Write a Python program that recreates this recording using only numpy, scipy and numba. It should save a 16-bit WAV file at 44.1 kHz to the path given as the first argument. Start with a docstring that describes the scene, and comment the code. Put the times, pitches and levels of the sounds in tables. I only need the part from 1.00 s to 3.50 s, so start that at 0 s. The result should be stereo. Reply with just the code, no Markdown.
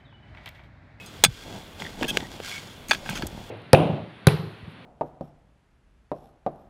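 """Woodland soil full of glass and metal scraps, chopped and dragged through by a steel blade near a small
camera. Knocks pair a noise crack with damped blade and shard modes; chatters and grit are random clicks into
the same modes. Thuds and ticks are short sine swells, squeals narrow noise; two blade tones fade from the
stroke before. Filtered noise gives leaf hush, far drone, insects and wind. The camera hears almost in mono,
turns its gain down when loud and clips at full scale."""
import sys
import numpy as np
from scipy import signal
from scipy.fft import rfft, irfft
from scipy.io import wavfile
from numba import njit

SR = 44100
rng = np.random.default_rng(int(sys.argv[2]) if len(sys.argv) > 2 else 0)


def ratio(d):
    """dB to gain"""
    e = np.asarray(d, float) / 20
    return 10 ** e


def output_pcm(signal):
    """Save a mono or channel-first signal as 16-bit PCM at the path in sys.argv[1].

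    Samples are clipped to [-1, 1] before scaling.
    """
    pcm = np.clip(np.atleast_2d(signal).T, -1, 1) * 32767
    wavfile.write(sys.argv[1], SR, np.round(pcm).astype(np.int16))


N = 110250


def unit(x):
    """Scale to rms 1."""
    return x / np.sqrt(np.mean(x ** 2))


def colour(x, table):
    """Minimum-phase filter through (hz, db) points, by folded cepstrum."""
    hz, db = np.array(table, float).T
    bin_hz = np.arange(2049) * SR / 4096
    log_gain = np.interp(np.log(bin_hz + 1), np.log(hz), db) * np.log(10) / 20
    cepstrum = irfft(log_gain)
    cepstrum[1:2048] *= 2
    cepstrum[2049:] = 0
    impulse = irfft(np.exp(rfft(cepstrum)))
    return signal.fftconvolve(x, impulse)[:len(x)]


def band(x, hz, width_hz):
    """One resonance."""
    return signal.lfilter(*signal.iirpeak(hz, hz / width_hz, fs=SR), x)


def grains(per_s, spread_db, size=N):
    """Random clicks whose sizes have a long tail."""
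    hit = rng.random(size) < per_s / SR
    size_gain = ratio(spread_db * rng.exponential(size=size))
    return hit * rng.standard_normal(size) * size_gain


def curve(table, column):
    """A dB column as gain over time."""
    points = np.array(table)
    return ratio(np.interp(np.arange(N) / SR, points[:, 0], points[:, column]))


def add(out, start_s, x):
    """Mix x in from start_s."""
    i = max(int(start_s * SR), 0)
    out[i:i + len(x)] += x[:N - i]


def decay(t, t60_s):
    """Exponential fade, 60 dB in t60_s."""
    return np.exp(-np.log(1000) * t / t60_s)


# leaf hush spectrum: hz [Hz], density_db [relative dB per Hz]
HUSH_SPECTRUM = [(25, -21.5), (107, -4.5), (523, -13.5), (2420, -21.5), (3440, -19.5), (5140, -34.5),
                 (15500, -37)]
# wind on the microphone: time_s [s], level_db [dB rms]
WIND_LEVEL = [(0, -93), (.25, -41), (.8, -62), (1.05, -44), (1.6, -65), (2.2, -43.5), (2.5, -57)]


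def forest():
    """Leaf hush, a far drone, a thin insect band and low wind rumble, all filtered noise."""
    noise = rng.standard_normal((4, N))
    hush = ratio(-47) * unit(colour(noise[0], HUSH_SPECTRUM))
    drone = ratio(-54) * unit(band(noise[1], hz=86, width_hz=15))
    insects = ratio(-60.5) * unit(band(noise[2], hz=3400, width_hz=37))
    rumble_band = signal.butter(2, [22, 55], "band", fs=SR, output="sos")
    wind = curve(WIND_LEVEL, column=1) * unit(signal.sosfilt(rumble_band, noise[3]))
    return hush + drone + insects + wind


# blade tones left from the stroke before: pitch_hz [Hz], level_db [dB peak], t60_s [s]
AFTER_TONES = [(2560, -41, 0.27), (2210, -46, 0.15)]


def after_ring():
    """Two blade tones dying away exponentially."""
    t = np.arange(N) / SR
    out = np.zeros(N)
    for pitch_hz, level_db, t60_s in AFTER_TONES:
        out += ratio(level_db) * decay(t, t60_s) * np.sin(2 * np.pi * pitch_hz * t)
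    return out


# mode pitches, blade plus a struck glass or metal shard (1655, 2360, 3150, 3970 Hz): pitch_hz [Hz]
MODE_HZ = [850, 1320, 1550, 1655, 2210, 2360, 2450, 2600, 3150, 3230, 3465, 3970, 4060, 4560, 5030, 5930,
           6610, 7800, 8200, 9300, 11100, 13400]
# per mode: edge_db [dB, struck on the edge], face_db [dB, struck on the face], t60_s [s, free]
MODE_RESPONSE = [(-5.5, -3.5, 0.014), (-14, -7, 0.29), (-11, 1, 0.23), (-1.5, -1, 0.094), (-9, -4.5, 0.23),
                 (-5, -29, 0.054), (-5, -2.5, 0.09), (-5.5, -3, 0.039), (2, -14, 0.051), (-9.5, -7, 0.19),
                 (-2.5, -3.5, 0.29), (-0.5, -48, 0.18), (-4, -30.5, 0.8), (-20, 0.5, 0.25),
                 (-8.5, -15, 0.16), (-11.5, -10.5, 0.088), (-2, -17.5, 0.17), (-12, -49, 0.2),
                 (-5.5, -32, 0.14), (-1, -58, 0.088), (-19.5, -29.5, 0.066), (-18, -27, 0.015)]
MODE_SCATTER_DB, FAVOUR_DB, FAVOUR_OCTAVES = 2.5, 14, 0.16


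def ring(face, held_s, tilt_db_per_oct=0, favour_hz=0):
    """Blade and shard modes after one click; soil and hand add their damping to the steel's own."""
    hz = np.array(MODE_HZ, float)[:, None]
    edge_db, face_db, free_s = np.array(MODE_RESPONSE, float).T[:, :, None]
    t = np.arange(SR // 5) / SR
    db = (1 - face) * edge_db + face * face_db + tilt_db_per_oct * np.log2(hz / 3000)
    db = db + MODE_SCATTER_DB * rng.standard_normal(hz.shape)
    if favour_hz:
        octaves = np.log2(hz / favour_hz)
        db = db + FAVOUR_DB * np.exp(-0.5 * (octaves / FAVOUR_OCTAVES) ** 2)
    t60_s = 1 / (1 / free_s + 1 / max(held_s, 0.003))
    phase_cycles = rng.random(hz.shape)
    modes = ratio(db) * decay(t, t60_s) * np.sin(2 * np.pi * (hz * t + phase_cycles))
    return np.sum(modes, axis=0) / np.sqrt(np.sum(ratio(db) ** 2))


def crack(tilt_db_per_oct, size):
    """Broad noise of breaking grit; tilt and a fixed slope shape it above 3 kHz."""
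    low_hz, slope_db_per_oct = 480, -8.5
    top_db = np.log2(16 / 3) * (tilt_db_per_oct + slope_db_per_oct)
    spectrum = [(low_hz / 8, -18), (low_hz, 0), (3000, 0), (16000, top_db)]
    return unit(colour(rng.standard_normal(size), spectrum))


CHATTER_FACE = 0.25  # face share for dragged and chattering contact

# drag through the soil: time_s [s], rasp_db [dB rms of grit, ring excluded], earth_db [dB rms]
DRAG_LEVEL = [(0, -55, -62), (.27, -51.5, -57), (.37, -46, -66), (.46, -48.5, -41.5), (.58, -48, -39.5),
              (.66, -56.5, -59.5), (.77, -57, -50), (.8, -43, -38.5), (.88, -47.5, -44),
              (.97, -52.5, -48.5), (1.02, -40.5, -31.5), (1.07, -47, -40), (1.16, -40, -33.5),
              (1.23, -47, -38), (1.29, -52, -48.5), (1.33, -46.5, -42.5), (1.41, -52, -49.5),
              (1.45, -37, -64), (1.55, -39.5, -56), (1.63, -47, -51), (1.87, -60, -56), (1.94, -42, -37),
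              (2.02, -51.5, -48), (2.1, -40, -40), (2.24, -48.5, -37), (2.3, -52.5, -45),
              (2.42, -53.5, -43), (2.5, -53, -57)]
# grit spectrum: hz [Hz], density_db [relative dB per Hz]
GRIT_SPECTRUM = [(240, -43), (500, -4.5), (1500, -1.5), (4000, -2.5), (7000, -10), (15500, -22.5)]
# crumbling earth spectrum: hz [Hz], density_db [relative dB per Hz]
EARTH_SPECTRUM = [(35, -47), (60, -7.5), (199, 2.5), (471, -7.5), (911, -7), (3300, -120)]


def drag():
    """Grit clicks rasp and ring the buried blade; slower clicks make earth crumble below it."""
    grit = grains(per_s=7000, spread_db=1.8)
    blade = unit(signal.fftconvolve(grit, ring(CHATTER_FACE, held_s=0.026))[:N])
    rasp = unit(colour(grit, GRIT_SPECTRUM)) + ratio(-5) * blade
    earth = unit(colour(grains(per_s=1500, spread_db=2.0), EARTH_SPECTRUM))
    return curve(DRAG_LEVEL, column=1) * rasp + curve(DRAG_LEVEL, column=2) * earth


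def bumps(table, rise_cycles):
    """Sine swells, each envelope peaking at 1 after rise_cycles of its pitch."""
    out, t = np.zeros(N), np.arange(SR // 10) / SR
    for start_s, peak_db, pitch_hz in table:
        u = t * pitch_hz / rise_cycles
        envelope = np.e * u * np.exp(-u)
        add(out, start_s, ratio(peak_db) * envelope * np.sin(2 * np.pi * pitch_hz * t))
    return out


# small scraps clicking together: start_s [s], peak_db [dB, envelope], pitch_hz [Hz]
TICK_EVENTS = [(.8008, -27.5, 3300), (.8200, -28, 2050), (.8475, -30.5, 3400), (.8515, -29, 1930),
               (.864, -31, 1800), (.8685, -31, 1970), (.868, -33, 3420), (1.012, -30, 3020)]


def ticks():
    """Scraps click as swells a few cycles long."""
    return bumps(TICK_EVENTS, rise_cycles=2.25)


# rubbing that sets one mode singing: start_s [s], length_s [s], pitch_hz [Hz], level_db [dB rms before fades]
SQUEAL_EVENTS = [(1.078, 0.029, 1650, -37), (1.079, 0.036, 2600, -33.5), (1.076, 0.042, 3220, -30.5),
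                 (1.088, .024, 3420, -32), (1.514, 0.081, 2220, -38.5), (1.2, 0.078, 1900, -46),
                 (2, 0.048, 570, -45)]


def squeals():
    """Rubbing noise through one narrow resonance each."""
    out = np.zeros(N)
    for start_s, length_s, pitch_hz, level_db in SQUEAL_EVENTS:
        n = int(length_s * SR)
        settled = band(rng.standard_normal(SR // 5), pitch_hz, width_hz=30)[-n:]
        add(out, start_s, ratio(level_db) * unit(settled) * signal.windows.tukey(n, 0.4))
    return out


# shard skidding along the blade: start_s [s], length_s [s], level_db [dB rms of ring],
# favour_hz [Hz, pitch most excited], tilt_db_per_oct [dB/octave]
CHATTER_EVENTS = [(1.037, 0.016, -31, 2870, -5.5), (1.077, 0.034, -37, 5440, 18),
                  (1.887, 0.065, -37.5, 2200, 4.5), (2.099, 0.043, -40.5, 2360, -7),
                  (2.149, 0.044, -36.5, 1590, 0.5), (2.266, 0.0084, -37, 16000, 12)]


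def chatters():
    """Quick runs of clicks into the blade and shard modes, with grit breaking under them."""
    out = np.zeros(N)
    for start_s, length_s, level_db, favour_hz, tilt_db_per_oct in CHATTER_EVENTS:
        n = int(length_s * SR)
        shape = signal.windows.tukey(n, 0.35) * np.linspace(1, 0.7, n)
        clicks = grains(per_s=3500, spread_db=1.2, size=SR // 10)[:n] * shape
        blade = ring(CHATTER_FACE, 0.0089, tilt_db_per_oct, favour_hz)
        x = signal.fftconvolve(clicks, blade)
        add(out, start_s, ratio(level_db) * x / np.sqrt(np.mean(x[:n] ** 2) + 1e-12))
        grit = crack(tilt_db_per_oct, size=SR // 10)[:n] * shape
        add(out, start_s, ratio(level_db - 10) * grit)
    return out


# blade and clods on the ground: start_s [s], peak_db [dB, envelope], pitch_hz [Hz]
THUD_EVENTS = [(.236, -23, 406), (.259, -17, 170), (0.282, -19.5, 119), (.8015, -31, 820),
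               (.821, -24.5, 830), (1.012, -21, 536), (1.02, -19.5, 292), (1.043, -21.5, 285),
               (1.172, -20.5, 420), (1.401, -26, 483), (1.896, -29, 232), (1.911, -22, 443),
               (2.103, -25, 171), (2.226, -27, 171), (2.234, -21.5, 283), (2.247, -29, 80)]


def thuds():
    """Ground motion as a swell about a cycle long."""
    return bumps(THUD_EVENTS, rise_cycles=0.555)


# blade on scraps: start_s [s], strength_db [dB, before ring and crack offsets], face [share 0-1],
# held_s [s, t60 imposed by soil and hand], tilt_db_per_oct [dB/octave]
KNOCK_EVENTS = [(0.061, -33, 0.3, 0.59, 10.5), (0.2387, 9.5, 0.14, 0.045, 4), (0.248, 6, 0.18, 0.054, 1.5),
                (.261, -9, 0.85, 0.044, 0), (0.8206, -20.5, 0.4, 0.027, -5), (1.0264, -8, 0.8, 0.021, -18),
                (1.031, -8.5, 0.72, 0.017, -5), (1.1716, -2.5, 0.37, 0.017, -1.5),
                (1.205, -20, 0.3, 0.011, -6), (1.402, -21, 0.66, 0.0095, -16), (1.515, -19, 0.6, 0.013, 0),
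                (1.8846, -25.5, 0.54, 0.057, 11), (1.9105, 2, 1, 0.057, 0), (1.9161, 0, 0.93, 0.07, -2),
                (1.933, -9.5, 0.3, .03, -4), (1.948, -14.5, 0.56, 0.062, -1), (2.061, -21.5, 0.9, 0.14, -9),
                (2.091, -13.5, 0.64, 0.095, -7.5), (2.097, -21, 0.37, 0.035, 19),
                (2.176, -20.5, 0.6, 0.02, 2), (2.223, -14, 0.78, 0.055, -4.5)]
RING_DB, CRACK_DB, CRACK_T60_S = -8.0, -8.5, 0.013
FACE_CRACK_DB, FACE_DULL_DB_PER_OCT = -4, -3  # flat blows crack softer and duller


def knocks():
    """Each knock: a broad crack and the damped ring of blade and shard."""
    out, t = np.zeros(N), np.arange(SR // 20) / SR
    for start_s, strength_db, face, held_s, tilt_db_per_oct in KNOCK_EVENTS:
        add(out, start_s, ratio(strength_db + RING_DB) * ring(face, held_s, tilt_db_per_oct))
        crack_db = strength_db + CRACK_DB + face * FACE_CRACK_DB
        burst = crack(tilt_db_per_oct + face * FACE_DULL_DB_PER_OCT, size=len(t))
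        add(out, start_s, ratio(crack_db) * burst * decay(t, CRACK_T60_S))
    return out


def scene():
    """All sources in the middle; faint hiss of opposite sign in the two microphone ports."""
    background = forest() + after_ring() + drag()
    scraps = ticks() + squeals() + chatters()
    mid = background + scraps + thuds() + knocks()
    hiss = ratio(-66.5) * rng.standard_normal(N)
    return np.array([mid + hiss, mid - hiss])


@njit
def follow(x, attack, release):
    """One-pole level follower with separate rise and fall rates per sample."""
    level, out = 0., np.empty(len(x))
    for i in range(len(x)):
        level += (x[i] - level) * (attack if x[i] > level else release)
        out[i] = level
    return out


def band_limit(x):
    """A steep low-pass at the top of the band."""
    return signal.sosfilt(signal.butter(12, 15650, fs=SR, output="sos"), x)


DUCK_FROM_DB, DUCK_RATIO, DUCK_ATTACK_S, DUCK_RELEASE_S = -28.5, 1.4, 0.026, 0.16
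CLIP, TOP_HZ = 1, 15700


def record(dry):
    """Gain falls as the followed level rises, the converter clips, the top is cut."""
    level = follow(np.abs(dry).max(axis=0), 1 / (DUCK_ATTACK_S * SR), 1 / (DUCK_RELEASE_S * SR))
    gain = np.minimum(1, ratio(DUCK_FROM_DB) / (level + 1e-9)) ** (1 - 1 / DUCK_RATIO)
    clipped = np.clip(dry * gain, -CLIP, CLIP)
    lowpass = signal.ellip(8, 0.2, 70, TOP_HZ, fs=SR, output="sos")
    mix = signal.sosfilt(lowpass, clipped)
    return band_limit(mix)


dry = scene()
out = record(dry)
output_pcm(out)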